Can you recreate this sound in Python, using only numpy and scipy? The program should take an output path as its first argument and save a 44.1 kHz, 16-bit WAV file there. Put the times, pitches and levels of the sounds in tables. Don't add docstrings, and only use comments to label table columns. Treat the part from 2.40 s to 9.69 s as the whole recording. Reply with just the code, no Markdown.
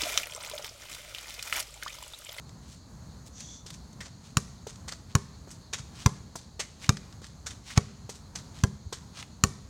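import sys
import numpy as np
from scipy import signal
from scipy.fft import rfft, irfft
from scipy.io import wavfile

SR = 44100
rng = np.random.default_rng(int(sys.argv[2]) if len(sys.argv) > 2 else 0)


def master(y):
    cut = np.clip(np.atleast_2d(y).T, -1, 1)
    pcm = np.round(cut * 32767)
    wavfile.write(sys.argv[1], SR, pcm.astype(np.int16))


N = 321489

# (time [s], thump [dB], thump pitch [Hz], skin ring [dB], air ring [dB],
# air pitch [factor], pitch the blow favours [Hz], slap [dB], slap tilt [dB/octave], ground echo lag [ms])
BALL_KICKS = [(1.9705, -14, 130, -6.5, -4.5, 1.05, 1360, -1.5, 3, 0.71),
              (2.7526, -10, 116, -3, 0, 0.99, 1100, -3.5, 1, 0.73),
              (3.661, -7.5, 111, 0, 2.5, 0.94, 990, -2.5, 1.5, 0.85),
              (4.4925, -9.5, 121, 0, -0.5, 1.08, 2300, -2.5, 1, 0.77),
              (5.3762, -7, 117, 0, -4, 1.02, 1200, -1.5, -1.5, 0.92),
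              (6.2373, -9.5, 103, 0.5, -2.5, .93, 1710, -8, 1.5, 0.66),
              (7.0380, -14, 108, 1.5, 1, 1.03, 1250, -0.5, 3.5, 0.71)]
# (pitch [Hz], level [dB], time to fall 60 dB [s])
SKIN_TONES = [(154.5, -19.5, 0.051), (203.3, -17.5, 0.069), (401, -27, 0.1), (464.5, -29.5, 0.086),
              (561, -37.5, 0.11), (705, -33, 0.067), (812, -35, 0.075)]
# (pitch [Hz], level [dB], time to fall 60 dB [s])
AIR_TONES = [(990, -22, 0.032), (1094, -18.5, 0.043), (1189, -19.5, 0.024), (1457, -33, 0.055),
             (1755, -23, 0.036), (2200, -33, 0.074), (3410, -34.5, 0.057)]
# (frequency [Hz], level [dB])
SLAP_COLOUR = [(150, -15), (500, -0.5), (1200, 1.5), (1800, -1), (2800, -4.5), (4200, -2), (6500, 1),
               (8000, -7), (11000, -17.5), (16000, -27)]
# (time [s], crunch [dB], tilt [dB/octave], sole knock [dB],
# time to roll flat [s], crunch of the flat foot [dB])
STEPS = [(1.260, -43.5, 5, -49, 0.067, -46.5), (1.604, -40.5, 0.5, -48, 0.045, -44.5),
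         (2.268, -42, 3.5, -32, 0.018, -46), (2.478, -34.5, 2, -42.5, 0.035, -42),
         (3.074, -65, 10, -43, .028, -47), (3.328, -27.5, 1, -44.5, 0.048, -41),
         (3.955, -38.5, 9, -33.5, .02, -54), (4.193, -27.5, 1, -38.5, 0.034, -54),
         (4.816, -52.5, 2, -45.5, .016, -47.5), (5.060, -32, 2, -50, .038, -42),
         (5.692, -39, 5, -36, 0.053, -50.5), (5.952, -35, 2, -44.5, 0.026, -48.5),
         (6.525, -34, 2.5, -31.5, .035, -57)]
# (frequency [Hz], level [dB])
GRAVEL_COLOUR = [(200, -22), (550, -4), (900, -6), (1400, 1), (2000, -1.5), (2700, -5), (3500, -1.5),
                 (5000, -1.5), (6500, -1), (8500, -9), (9600, -17), (11800, -28.5), (14000, -27),
                 (16000, -47)]
# (frequency [Hz], level [dB])
SOLE_COLOUR = [(60, -5), (150, -15), (260, -8.5), (420, 5.5), (650, -6.5), (950, -6.5), (1500, -16),
               (4000, -35)]
# (time [s], level [dB], pitch [Hz], decay time [s])
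GRATING_STONES = [(1.304, -38, 3800, 0.0039), (1.605, -38.5, 1860, 0.014), (2.523, -33, 4730, 0.0021),
                  (4.196, -40, 2060, 0.026), (4.441, -41, 2200, 0.013), (5.303, -41.5, 2020, 0.016),
                  (6.827, -34, 2420, 0.0026)]
# (time [s], level [dB], tilt [dB/octave])
LIGHT_TICKS = [(.092, -49.5, 1), (1.004, -39, 5), (1.304, -40, 3), (1.529, -52, 5), (2.357, -47, 3),
               (2.523, -35, -0.5), (4.569, -35.5, 1), (4.725, -48, 0), (4.867, -47, 7), (6.825, -44, -3)]
# (peak time [s], level [dB], half length [s], tilt [dB/octave])
CLOTH_SWISHES = [(.13, -62, .04, 0), (0.323, -55, 0.052, 2.5), (.872, -52.5, 0.014, 4.5),
                 (1.009, -51, 0.036, -0.5), (1.871, -57.5, 0.051, 0), (2.712, -55.5, 0.02, -2.5),
                 (3.606, -48.5, 0.057, -1), (4.443, -44, 0.032, -1), (5.308, -44.5, 0.045, -1),
                 (5.37, -38, 0.0096, -3), (6.187, -50.5, 0.041, -1.5), (6.794, -44.5, 0.039, -2)]
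# (frequency [Hz], level [dB])
CLOTH_COLOUR = [(200, -17), (900, 0), (2000, 2.5), (3200, 5.5), (6300, 5.5), (8500, 0), (12000, -15.5),
                (16000, -19)]
# (frequency [Hz], level [dB])
RUB_COLOUR = [(1000, -21), (2900, -18), (3200, -11), (3420, -6), (3700, -9), (5300, -7), (6000, 5.5),
              (6700, 0), (7700, -8), (8300, -20), (16000, -48)]
# (time [s], level [dB], pitch [Hz])
LOW_BUMPS = [(3.405, -37, 115), (5.653, -34.5, 110), (6.47, -30, 83)]
# (frequency [Hz], level [dB])
ECHO_COLOUR = [(80, 3), (300, -24.5), (600, -15.5), (1200, -21.5), (3000, -15), (6500, -14), (10000, -11.5),
               (16000, -26)]
# (frequency [Hz], time to fall 60 dB [s])
ECHO_FADE = [(100, 0.88), (1000, 0.55), (3000, 1), (6500, 0.56), (14000, 0.34)]
# (frequency [Hz], level [dB])
TOWN_COLOUR = [(20, -17), (40, -4), (65, 5.5), (110, 1), (180, -1), (250, -6.5), (350, -16), (600, -19),
               (1050, -19), (1700, -27), (2900, -36), (6500, -30.5), (10000, -39), (16000, -47.5)]
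# (pitch [Hz], half width [Hz], level [dB], starting throb depth [dB])
INSECT_CHOIRS = [(4310, 440, -65.5, 2), (6600, 610, -66.5, -0.5)]


def kicks(skin_detune=0.025, skin_ring_share=0.86, rasp_tilt_db=-0.7, echo_db=2):
    out, t = np.zeros(N), np.arange(SR // 8) / SR
    contact = gain_of(-13) * np.exp(-t / 0.002) + gain_of(-32) * np.exp(-t / 0.009)
    contact += gain_of(-34) * bell(t - 0.0104, half_s=0.0005)
    for (s, thump_db, thump_hz, skin_db, air_db, air_pitch,
         favoured_hz, slap_db, tilt_db, lag_ms) in BALL_KICKS:
        crack = gain_of(slap_db) * coloured(1.0 * (t == 0), SLAP_COLOUR, tilt_db)
        friction = contact * rng.choice([-1, 1], len(t))
        rasp = gain_of(slap_db) * coloured(friction, SLAP_COLOUR, tilt_db + rasp_tilt_db)
        air = gain_of(air_db) * ring(struck_air(air_pitch, favoured_hz), t, attack_s=0.00072)
        skin_pitch = 1 + skin_detune * rng.uniform(-0.92, 1)
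        skin_tones = [(hz * skin_pitch, db, fade_s * skin_ring_share) for hz, db, fade_s in SKIN_TONES]
        skin = gain_of(skin_db) * ring(skin_tones, t, attack_s=0.0019)
        add(out, s, ground_bounce(air - crack - rasp, lag_ms, share=0.57) + skin)
        add(out, s, gain_of(echo_db) * park_echo(air + skin - crack))
        offset_s, wobble = thump(thump_hz)
        add(out, s + offset_s, gain_of(thump_db) * wobble)
    return out


def thump(hz, peak_s=0.0023, rise_s=0.0032, fall_s=0.0069):
    t = np.arange(-SR // 100, SR // 20) / SR
    swell = bell(t, np.where(t < 0, rise_s, fall_s))
    return peak_s + t[0], swell * np.cos(2 * np.pi * hz * t)


def struck_air(pitch, favoured_hz, fall_db_per_octave=5, ring_share=0.91):
    return [(hz * pitch, db - fall_db_per_octave * abs(np.log2(hz / favoured_hz)), fade_s * ring_share)
            for hz, db, fade_s in AIR_TONES]


def ring(tones, t, attack_s):
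    ringing = sum(gain_of(db - 60 * t / fade_s) * np.sin(2 * np.pi * hz * t) for hz, db, fade_s in tones)
    return (1 - np.exp(-t / attack_s)) * ringing


def steps(knock_s=0.0053, skid_doubles_rise_db=22.5, settle_db=-53):
    out, t = np.zeros(N), np.arange(SR // 4) / SR
    for s, crunch_db, tilt_db, knock_db, roll_s, flat_db in STEPS:
        rise_s = 0.0052 * 2 ** ((crunch_db - knock_db) / skid_doubles_rise_db)
        touch = press(t, rise_s, decay_s=0.013) * grit(t, tilt_db, per_s=4500, spread_db=3)
        flat = press(t - roll_s, rise_s=0.012, decay_s=0.015)
        flat *= grit(t, tilt_db - 1, per_s=4000, spread_db=4)
        settle = press(t, rise_s=0.033, decay_s=0.049) * grit(t, tilt_db=2, per_s=900, spread_db=2.5)
        crunch = gain_of(crunch_db) * touch + gain_of(flat_db) * flat + gain_of(settle_db) * settle
        sole = coloured(rng.choice([-1, 1], len(t)), SOLE_COLOUR) * np.exp(-t / knock_s)
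        knock = sole * np.sqrt(knock_s * SR / 2) / np.linalg.norm(sole)
        add(out, s, crunch + gain_of(knock_db) * knock)
    return out


def grit(t, tilt_db, per_s, spread_db, patchy_db=1.8):
    patch = [(hz, db + patchy_db * rng.standard_normal()) for hz, db in GRAVEL_COLOUR]
    return evened(coloured(grains(t, per_s, spread_db), patch, tilt_db))


def stones(sharpness=5):
    out, t = np.zeros(N), np.arange(SR // 10) / SR
    for s, db, hz, decay_s in GRATING_STONES:
        jerks = grains(t, per_s=2200, spread_db=1.5)
        ringing = signal.lfilter(*signal.iirpeak(hz, sharpness, SR), jerks)
        add(out, s, gain_of(db) * evened(ringing) * np.exp(-t / decay_s))
    return out


def ticks():
    out, t = np.zeros(N), np.arange(SR // 10) / SR
    pressure = press(t, rise_s=0.0011, decay_s=0.0043)
    for s, db, tilt_db in LIGHT_TICKS:
        add(out, s, gain_of(db) * pressure * grit(t, tilt_db, per_s=8000, spread_db=2))
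    return out


def swishes():
    out, t = np.zeros(N), np.arange(SR // 2) / SR
    middle_s = t.mean()
    for s, db, half_s, tilt_db in CLOTH_SWISHES:
        rub = evened(coloured(grains(t, per_s=9000, spread_db=6), CLOTH_COLOUR, tilt_db))
        add(out, s - middle_s, gain_of(db) * rub * bell(t - middle_s, half_s))
    return out


def hand_slide(start_s=0.92, rise_s=0.058, hold_s=0.17, fade_s=0.08, rub_db=-49.5,
               squeak_peak_s=1.11, squeak_hz=3360, glide_hz=200, squeak_width_hz=190, squeak_db=-58):
    out, t = np.zeros(N), np.arange(SR // 2) / SR
    length_s = rise_s + hold_s + fade_s
    pressure = np.clip(np.minimum(t / rise_s, (length_s - t) / fade_s), 0, 1)
    rub = coloured(grains(t, per_s=9000, spread_db=-1), RUB_COLOUR)
    rub = evened(ground_bounce(rub, lag_ms=1.35, share=0.33))
    smoothing = signal.butter(2, squeak_width_hz / 2, fs=SR, output="sos")
    flutter = signal.sosfilt(smoothing, rng.standard_normal(len(t)))
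    hz = squeak_hz + glide_hz * (t / length_s) ** 2
    tone = np.sin(2 * np.pi * np.cumsum(hz) / SR)
    squeak = evened(flutter * tone) * bell(start_s + t - squeak_peak_s, half_s=0.11)
    add(out, start_s, gain_of(rub_db) * pressure * rub + gain_of(squeak_db) * squeak)
    return out


def bumps():
    out, t = np.zeros(N), np.arange(-SR // 20, SR // 20) / SR
    for s, db, hz in LOW_BUMPS:
        add(out, s + t[0], gain_of(db) * bell(t, half_s=0.0081) * np.cos(2 * np.pi * hz * t))
    return out


def park_echo(sound, build_s=0.0024, cluster_s=0.031, cluster_decay_s=0.004, cluster_db=2):
    t = np.arange(SR // 2) / SR
    cluster = gain_of(cluster_db) * (t > cluster_s) * np.exp(-abs(t - cluster_s) / cluster_decay_s)
    echoes = evened(grains(t, per_s=6000, spread_db=-0.5)) * (1 - np.exp(-t / build_s) + cluster)
    hz, band_t, bands = signal.stft(echoes, SR, nperseg=256)
    fade_s = look_up(ECHO_FADE, hz)[:, None]
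    even_energy = np.sqrt(2 * np.log(1000) / (fade_s * SR))
    fading = gain_of(look_up(ECHO_COLOUR, hz)[:, None] - 60 * band_t / fade_s)
    tail = signal.istft(bands * even_energy * fading, SR, nperseg=256)[1]
    return signal.oaconvolve(sound, tail)[:N]


def town(level_db=-48.5, swell_db=1.35):
    hz = np.fft.rfftfreq(N, 1 / SR)
    rumble = shaped_noise(gain_of(look_up(TOWN_COLOUR, hz)))
    return gain_of(level_db + swell_db * drift(rate_hz=4.5)) * rumble


def insects(throbs_per_s=2.83, first_peak_s=0.034, throb_fade_s=5, waver_db=-1.2):
    out, t = np.zeros(N), np.arange(N) / SR
    hz = np.fft.rfftfreq(N, 1 / SR)
    throb = np.cos(2 * np.pi * throbs_per_s * (t - first_peak_s)) * np.exp(-t / throb_fade_s)
    for song_hz, width_hz, db, throb_db in INSECT_CHOIRS:
        song = shaped_noise(1 / (1 + ((hz - song_hz) / width_hz) ** 2))
        out += gain_of(db + throb_db * throb + waver_db * drift(rate_hz=12)) * song
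    return out


def ground_bounce(sound, lag_ms, share):
    at = np.arange(len(sound))
    return sound + share * np.interp(at - round(lag_ms * SR / 1000), at, sound, left=0)


def grains(t, per_s, spread_db):
    size = gain_of(spread_db * np.minimum(rng.exponential(1, len(t)), 4))
    return size * rng.choice([-1, 1], len(t)) * (rng.random(len(t)) < per_s / SR)


def press(t, rise_s, decay_s):
    return np.clip(t / rise_s, 0, 1) * np.exp(-np.maximum(t - rise_s, 0) / decay_s)


def bell(t, half_s):
    return np.exp(-(t / half_s) ** 2)


def coloured(sound, colour, tilt_db=0, size=4096):
    hz = abs(np.fft.fftfreq(size, 1 / SR))
    octaves = np.log2(np.maximum(hz, 1200) / 4000)
    log_gain = np.log(gain_of(look_up(colour, hz) + tilt_db * octaves))
    click = np.fft.ifft(np.exp(np.conj(signal.hilbert(log_gain)))).real[:size // 2]
    return signal.fftconvolve(sound, click / np.linalg.norm(click))[:len(sound)]


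def shaped_noise(gains):
    return evened(irfft(rfft(rng.standard_normal(N)) * gains, N))


def drift(rate_hz):
    hz = np.fft.rfftfreq(N, 1 / SR)
    return shaped_noise((hz > 0) * np.exp(-(hz / rate_hz) ** 2))


def look_up(table, hz):
    row_hz, values = np.transpose(table)
    return np.interp(np.log(hz + 1), np.log(row_hz + 1), values)


def gain_of(db):
    return 10 ** (np.asarray(db) / 20)


def evened(sound):
    return sound / np.sqrt(np.mean(sound ** 2) + 1e-20)


def add(mix, s, sound):
    part = mix[max(round(s * SR), 0):][:len(sound)]
    part += sound[:len(part)]


def scene():
    player = steps() + ticks() + stones() + swishes() + hand_slide()
    return (kicks() + player + park_echo(player) + bumps() + town() + insects())[None]


def record(dry, low_cut_hz=42, high_cut_hz=16600):
    low_cut = signal.butter(2, low_cut_hz, "highpass", fs=SR, output="sos")
    high_cut = signal.firwin(255, high_cut_hz, window=("kaiser", 9), fs=SR)
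    return signal.oaconvolve(signal.sosfilt(low_cut, dry), high_cut[None], "same")


dry = scene()
out = record(dry)
master(out)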